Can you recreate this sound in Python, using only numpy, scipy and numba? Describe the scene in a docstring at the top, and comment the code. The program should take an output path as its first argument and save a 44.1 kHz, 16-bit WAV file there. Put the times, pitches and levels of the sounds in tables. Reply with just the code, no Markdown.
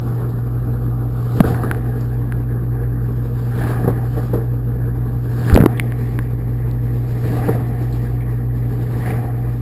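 """A dishwasher's pump motor hums at twice the mains and beats against its own shaft.
Water drums and patters in the tub, hisses as mist and rings the dishes, swelling each time the spray
arm comes round, with splashes and slaps between. Drops tick on the case of a small camera inside, and
jets knock it hard enough to overload it. Its slow sample-and-hold adds a thin fizz."""
import sys
import numpy as np
from scipy import signal
from scipy.fft import rfft, irfft, next_fast_len
from scipy.io import wavfile
from scipy.ndimage import uniform_filter1d, map_coordinates
from numba import njit

SR = 44100
rng = np.random.default_rng(int(sys.argv[2]) if len(sys.argv) > 2 else 0)


def transcribe(u):
    """Save the signal u as a 16-bit wav file named by the first command-line argument.

    u: samples, shape (n,) or (channels, n), limited to [-1, 1]; the rate is SR.
    q: integer samples, one column per channel.
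    """
    v = np.clip(np.atleast_2d(u).T, -1, 1)
    q = np.round(v * 32767).astype(np.int16)
    wavfile.write(sys.argv[1], SR, q)


N = 423801

# Spray arm passes. Each row: peak time, rise and fall in seconds, then the swell in dB of
# drumming, patter, mist, dishes and the trailing jet's mist.
PASSES = [(0.07, .5, 0.8, 3, 4.5, 9, 6, 0), (1.47, .13, 0.26, 9.5, 12, 19, 19, 9),
          (3.68, 0.16, .24, 10, 15, 19.5, 20, 12.5), (5.53, .12, 0.18, 12.5, 18.5, 24, 22, 9.5),
          (7.39, 0.21, 0.25, 9.5, 11, 19, 23, 12), (9.1, 0.19, 0.16, 6, 12, 16.5, 21, 11.5)]
# Tub resonances. Each row: centre in Hz, width in Hz, lift in dB.
TUB_MODES = [(176, 29.4, 7.5), (234.2, 32, 9), (293.6, 21, 9.5), (338, 25, 6), (431.3, 59, 6.5),
             (469.5, 41, 7.5), (633, 63, 9), (740, 27, 9.5), (795, 34, 10.5), (947, 22, 2.5), (1135, 46, 6),
             (1220, 30, 5.5), (1660, 37, 7.5), (1803, 55, 6), (1920, 45, 3), (2387, 67, 6)]
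# Jets striking the case. Each row: start in seconds, level in dB, starting pitch in Hz.
JET_KNOCKS = [(1.4045, 22.5, 239.4), (5.527, 7, 101.4), (5.5381, 9, 87.3), (5.5518, 8, 445),
              (5.5616, 15, 295), (5.5751, 16, 665), (5.5885, 5.5, 255), (5.6036, 14, 190.5),
              (5.624, 7, 180), (5.6376, 7.5, 357), (5.6602, 20.5, 375)]


def amp(db):
    """Gain of a level in dB."""
    return 10 ** (np.asarray(db) / 20)


def unit(x):
    """x at rms 1."""
    return x / np.sqrt(np.mean(x ** 2) + 1e-20)


def add(track, start_s, sound):
    """Mix a sound into a track."""
    part = track[round(start_s * SR):][:len(sound)]
    part += sound[:len(part)]


def wobble(rate_hz):
    """Smooth random curve, rate_hz knots a second."""
    knots = rng.standard_normal(int(N * rate_hz / SR) + 4)
    return map_coordinates(knots, [np.arange(N) * rate_hz / SR])


def swell(peak_s, rise_s, fall_s):
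    """Peak of height 1; rise and fall are times to 1/e."""
    roundness = 1.248  # 1 pointed, 2 round
    t = np.arange(N) / SR - peak_s
    return np.exp(-np.abs(t / np.where(t < 0, rise_s, fall_s)) ** roundness)


def filtered(x, response):
    """x through response(hz)."""
    size = next_fast_len(N + SR // 2)
    return irfft(rfft(x, size) * response(np.fft.rfftfreq(size, 1 / SR)), size)[:N]


def coloured(x, spectrum, peaks=()):
    """x through a minimum-phase filter: a smooth spectrum with resonances on top."""
    size = 8192
    hz = np.fft.rfftfreq(size, 1 / SR)
    knot_hz, knot_db = np.transpose(spectrum)
    db = np.interp(np.log(hz + 1), np.log(knot_hz), knot_db)
    for centre_hz, width_hz, lift_db in peaks:
        db = db + lift_db / (1 + (2 * (hz - centre_hz) / width_hz) ** 2)
    cepstrum = irfft(np.log(amp(db)))
    cepstrum[1:size // 2] *= 2
    cepstrum[size // 2 + 1:] = 0
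    impulse_response = irfft(np.exp(rfft(cepstrum)))
    return signal.fftconvolve(x, impulse_response)[:N]


@njit
def resonate(x, pitch_hz, damping):
    """Resonant low-pass with a moving pitch."""
    step = 2 * np.sin(np.pi * pitch_hz / SR)
    out, low, band = np.zeros(len(x)), 0., 0.
    for i in range(len(x)):
        low += step[i] * band
        band += step[i] * (x[i] - low - damping * band)
        out[i] = low
    return out


def pump():
    """Shaft slip beats against the magnetic hum. Load slows and stills the shaft and lifts the hum."""
    # Motor orders. Each row: multiple of the shaft rate, level in dB relative to the throb.
    shaft_orders = [(1, -3), (2, -12.5), (3, -25.5), (4, -14.5), (5, -15), (7, -26)]
    # Magnetic hum. Each row: multiple of the mains, level in dB.
    hum_harmonics = [(2, -17), (3, -57), (4, -41), (6, -53), (8, -47.5)]
    shaft_hz, sag_hz, throb_db, dip_db = 56.93, 1.1, -20.5, 14
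    mains_hz, lift_db, waver_db = 59.98, 1, 0.5
    lead_s = 0.032  # load peaks ahead of each pass
    load = sum(swell(peak_s - lead_s, rise_s=0.1915, fall_s=0.25) for peak_s, *_ in PASSES)
    shaft_phase = 2 * np.pi * np.cumsum(shaft_hz - sag_hz * load) / SR
    mains_phase = 2 * np.pi * mains_hz * np.arange(N) / SR
    throb = sum(amp(db + 0.44 * wobble(3.4)) * np.cos(round(k) * shaft_phase) for k, db in shaft_orders)
    hum = sum(amp(db + lift_db * load + waver_db * wobble(8)) * np.cos(round(k) * mains_phase)
              for k, db in hum_harmonics)
    return hum + amp(throb_db - dip_db * load) * throb


def spray_arm():
    """Levels in dB of drumming, patter, mist and dishes, swelling as the arm comes round."""
    drum_db, patter_db, mist_db, dishes_db = -30, -46, -59.5, -54.5  # jets pointing away
    for peak_s, rise_s, fall_s, drum_up_db, patter_up_db, mist_up_db, dishes_up_db, trail_up_db in PASSES:
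        jet = swell(peak_s, rise_s, fall_s)
        trail_db = trail_up_db * swell(peak_s + 0.55, rise_s=0.27, fall_s=0.27)  # weaker, farther jet
        fan = swell(peak_s, 2.47 * rise_s, 0.79 * fall_s)  # mist leads the jet and stops with it
        runoff = swell(peak_s + 0.025, rise_s, 2.05 * fall_s)  # dishes ring on as water runs off
        drum_db += drum_up_db * jet
        patter_db += patter_up_db * jet + 0.15 * trail_db
        mist_db += mist_up_db * fan + trail_db
        dishes_db += dishes_up_db * runoff
    return drum_db, patter_db, mist_db, dishes_db


def impacts(per_s, spread_db):
    """Random droplet impacts of uneven size."""
    hits = rng.random(N) < per_s / SR
    signs = rng.choice([-1, 1], N)
    return hits * signs * amp(spread_db * np.clip(rng.standard_normal(N), -2.5, 2.5))


def gurgling(x, depth_db):
    """Moving water favours changing pitches for a few hundredths of a second each."""
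    spectra = signal.stft(x, nperseg=512)[2]
    field = uniform_filter1d(rng.standard_normal(spectra.shape), size=5, axis=0)  # over frequency
    field = uniform_filter1d(field, size=7, axis=1)  # over time
    spectra = spectra * amp(depth_db * unit(field))
    return unit(signal.istft(spectra, nperseg=512)[1][:N])


def spray(drum_db, patter_db, mist_db):
    """Droplets drum on the tub, patter through the case's resonance and hiss as mist."""
    # Droplet spectra. Each row: frequency in Hz, relative level in dB.
    drum_spectrum = [(20, -11), (40, -2), (90, 3), (150, -2.5), (200, -8), (260, -9), (400, -10.5),
                     (520, -16), (680, -27.5), (900, -23.5), (1300, -29.5), (2500, -65.5)]
    patter_spectrum = [(150, -30), (400, -5), (700, -2), (1000, -0.5), (1500, -6.5), (2100, -10.5),
                       (3000, -12), (5500, -24.5)]
    mist_spectrum = [(800, -31), (2000, -1), (2600, -1), (3300, -1), (4500, 0), (5500, -1.5)]
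    # Case resonance, shifting as it is splashed. Each row: time in seconds, pitch in Hz.
    case_resonance = [(0, 1400), (1.3, 1330), (1.7, 1590), (5.4, 1586), (5.8, 2010), (6.4, 1880),
                      (9.6, 1853)]
    case_hz = np.interp(np.arange(N) / SR, *np.transpose(case_resonance))
    spurt = wobble(28)  # jets break up unevenly
    drum = unit(coloured(impacts(per_s=3000, spread_db=5.5), drum_spectrum, TUB_MODES))
    patter = coloured(impacts(per_s=3000, spread_db=3), patter_spectrum, TUB_MODES)
    patter = gurgling(resonate(patter, case_hz, damping=0.24), depth_db=2.5)
    mist = coloured(impacts(per_s=6300, spread_db=2), mist_spectrum)
    mist = gurgling(mist, depth_db=2)
    return (amp(drum_db + 1.6 * spurt) * drum
            + amp(patter_db + 1.1 * spurt) * patter
            + amp(mist_db + 1.3 * spurt) * mist)


def dishes(level_db):
    """Soft droplet blows keep the wet dishes ringing."""
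    # Dish modes. Each row: centre in Hz, width in Hz, relative level in dB.
    modes = [(590, 62, -5), (718.6, 30, 6.5), (792, 52, 3), (945, 25, -19), (1183, 130, -8.5),
             (1573, 57, -10), (1780, 26, -7.5), (1880, 44, -20)]
    # A droplet's blow. Each row: frequency in Hz, relative level in dB.
    blow_spectrum = [(300, -9), (700, 2.5), (1800, -3.5), (2600, -13), (5000, -24.5)]

    def response(hz):
        return sum((-1) ** k * amp(db) * 1j * hz * width_hz / (mode_hz ** 2 - hz ** 2 + 1j * hz * width_hz)
                   for k, (mode_hz, width_hz, db) in enumerate(modes))
    blows = coloured(impacts(per_s=1500, spread_db=0.5), blow_spectrum)
    return amp(level_db + 2.2 * wobble(20)) * unit(filtered(blows, response))


def bubble_shower(hz, t60_s, count):
    """Tiny bubbles of similar size, each rising in pitch; the shower thins out from about rms 1."""
    out, t = np.zeros(SR // 2), np.arange(SR // 40) / SR
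    starts_s = rng.random(count) ** 2.1 * min(t60_s, 0.5) / 2
    pitches_hz = hz * np.exp(0.07 * rng.standard_normal(count))
    for start_s, pitch_hz in zip(starts_s, pitches_hz):
        cycles = pitch_hz * t
        bubble = np.sin(2 * np.pi * cycles * (1 + 3 * t)) * np.exp(-cycles / 7)
        add(out, start_s, amp(-45 * start_s / t60_s) * bubble)
    return out / np.sqrt(np.sum(out ** 2) / (SR * t60_s / 6))


def splashes():
    """Small splashes on the dishes, each a short shower of bubbles."""
    # Each row: start in seconds, level in dB, pitch in Hz, t60 in seconds.
    showers = [(0.29, -60, 4140, 0.31), (1.436, -30, 1416, 0.15), (1.635, -24, 1166, .056),
               (2.009, -52.5, 4920, .14), (2.835, -48.5, 1810, .17), (3.612, -36, 1640, 0.16),
               (5.447, -44, 3000, .04), (5.772, -46.5, 3270, 0.23), (7.925, -50.5, 4030, .14),
               (8.207, -47, 2140, 0.2), (9.06, -33.5, 1810, .09), (9.105, -40, 2210, 0.24)]
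    out = np.zeros(N)
    for start_s, db, hz, t60_s in showers:
        add(out, start_s, amp(db) * bubble_shower(hz, t60_s, count=50))
    return out


def ring(hz, t60_s, attack_s, sag_per_s=0):
    """Damped vibration; sag lowers its pitch."""
    t = np.arange(SR // 8) / SR
    phase = 2 * np.pi * hz * t / (1 + sag_per_s * t)
    return np.sin(phase) * amp(-60 * t / t60_s) * (1 - np.exp(-t / attack_s))


def case_strikes():
    """Jets give the case deep knocks that sink in pitch as they ring; drops nudge it and ring it briefly."""
    # Drops. Each row: start in seconds, level in dB, pitch in Hz, nudge in dB relative to the tick.
    drops = [(1.5457, -15.5, 1500, -15), (1.7133, -4, 1480, 6), (1.7477, -19, 1610, -3),
             (2.323, -14.5, 1580, 1), (5.499, -8, 1620, -15.5), (5.544, -7, 4570, -6),
             (5.554, -12.5, 4140, -10), (5.5613, -4, 1900, -6.5), (5.585, -24, 1870, -6),
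             (5.6128, -10, 1490, -20), (5.798, -1, 2140, -9), (5.922, -17.5, 1700, 8),
             (6.19, -12, 1590, 14.5), (6.713, -28.5, 4100, -18), (9.061, -23, 1790, -2)]
    knock_cycles, tick_cycles = 4.08, 12.5  # to -60 dB
    out = np.zeros(N)
    crack = ring(hz=1295, t60_s=0.008, attack_s=0.0003)
    for start_s, db, hz in JET_KNOCKS:
        knock = ring(hz, knock_cycles / hz, attack_s=0.0011, sag_per_s=29)
        add(out, start_s, amp(db) * (knock + amp(-19) * crack))
    nudge = ring(hz=170, t60_s=0.0049, attack_s=0.0001)
    nudge += amp(-17) * ring(hz=1050, t60_s=0.01, attack_s=0.00032)
    for start_s, db, hz, nudge_db in drops:
        tick = ring(hz, tick_cycles / hz, attack_s=0.00008)
        add(out, start_s, amp(db) * (tick + amp(nudge_db) * nudge))
    return out


def water_cover():
    """Gain on the water sounds: each jet covers the case for a moment and muffles the spray beyond."""
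    dip_db, cover_s = 5, 0.029
    cover, t = np.zeros(N), np.arange(SR // 10) / SR
    for start_s, *_ in JET_KNOCKS:
        add(cover, start_s, np.exp(-(t / cover_s) ** 4))
    return amp(-dip_db * np.minimum(cover, 1))


def slaps():
    """A sheet of water lands on the wall as a quick, dull cluster of impacts."""
    # Each row: start in seconds, level in dB, t60 in seconds.
    sheets = [(1.44, -16.5, 0.2), (1.635, -17.5, 0.13), (3.842, -16.5, .18), (3.877, -8.5, .14),
              (4.166, -18.5, 0.24), (4.333, -15, 0.28), (5.572, -8, 0.26), (5.635, -10, .11),
              (7.485, -9.5, 0.097), (7.551, -16, 0.1)]
    # Slosh spectrum. Each row: frequency in Hz, relative level in dB.
    slosh_spectrum = [(40, -25), (130, 2), (240, -3), (450, -1.5), (700, -15.5), (1100, -13), (1700, -23.5),
                      (2300, -40), (5500, -40)]
    attack_s = 0.0013
    envelope, t = np.zeros(N), np.arange(SR // 3) / SR
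    for start_s, db, t60_s in sheets:
        add(envelope, start_s, amp(db - 60 * t / t60_s) * (1 - np.exp(-t / attack_s)))
    slosh = coloured(impacts(per_s=3500, spread_db=1.5), slosh_spectrum, TUB_MODES)
    return envelope * unit(slosh)


def scene():
    """Pump, water and strikes on the case, in mono."""
    drum_db, patter_db, mist_db, dishes_db = spray_arm()
    water = spray(drum_db, patter_db, mist_db) + dishes(dishes_db) + slaps() + splashes()
    return (pump() + water_cover() * water + case_strikes())[None]


def record(dry):
    """The camera overloads and holds each slow sample, mirroring the sound around its sampling rate."""
    band_hz, hold_hz, top_hz = 5400, 12000, 15600
    narrow = filtered(dry[0], lambda hz: 1 / np.sqrt(1 + (hz / band_hz) ** 36))
    clipped = filtered(np.clip(narrow, -1, 1), lambda hz: hz < hold_hz / 2)
    mirrored = clipped * (1 + 2 * np.cos(2 * np.pi * hold_hz * np.arange(N) / SR))
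    held = filtered(mirrored, lambda hz: np.sinc(hz / hold_hz))
    return filtered(held, lambda hz: 1 / np.sqrt(1 + (hz / top_hz) ** 80))[None]


dry = scene()
out = record(dry)
transcribe(out)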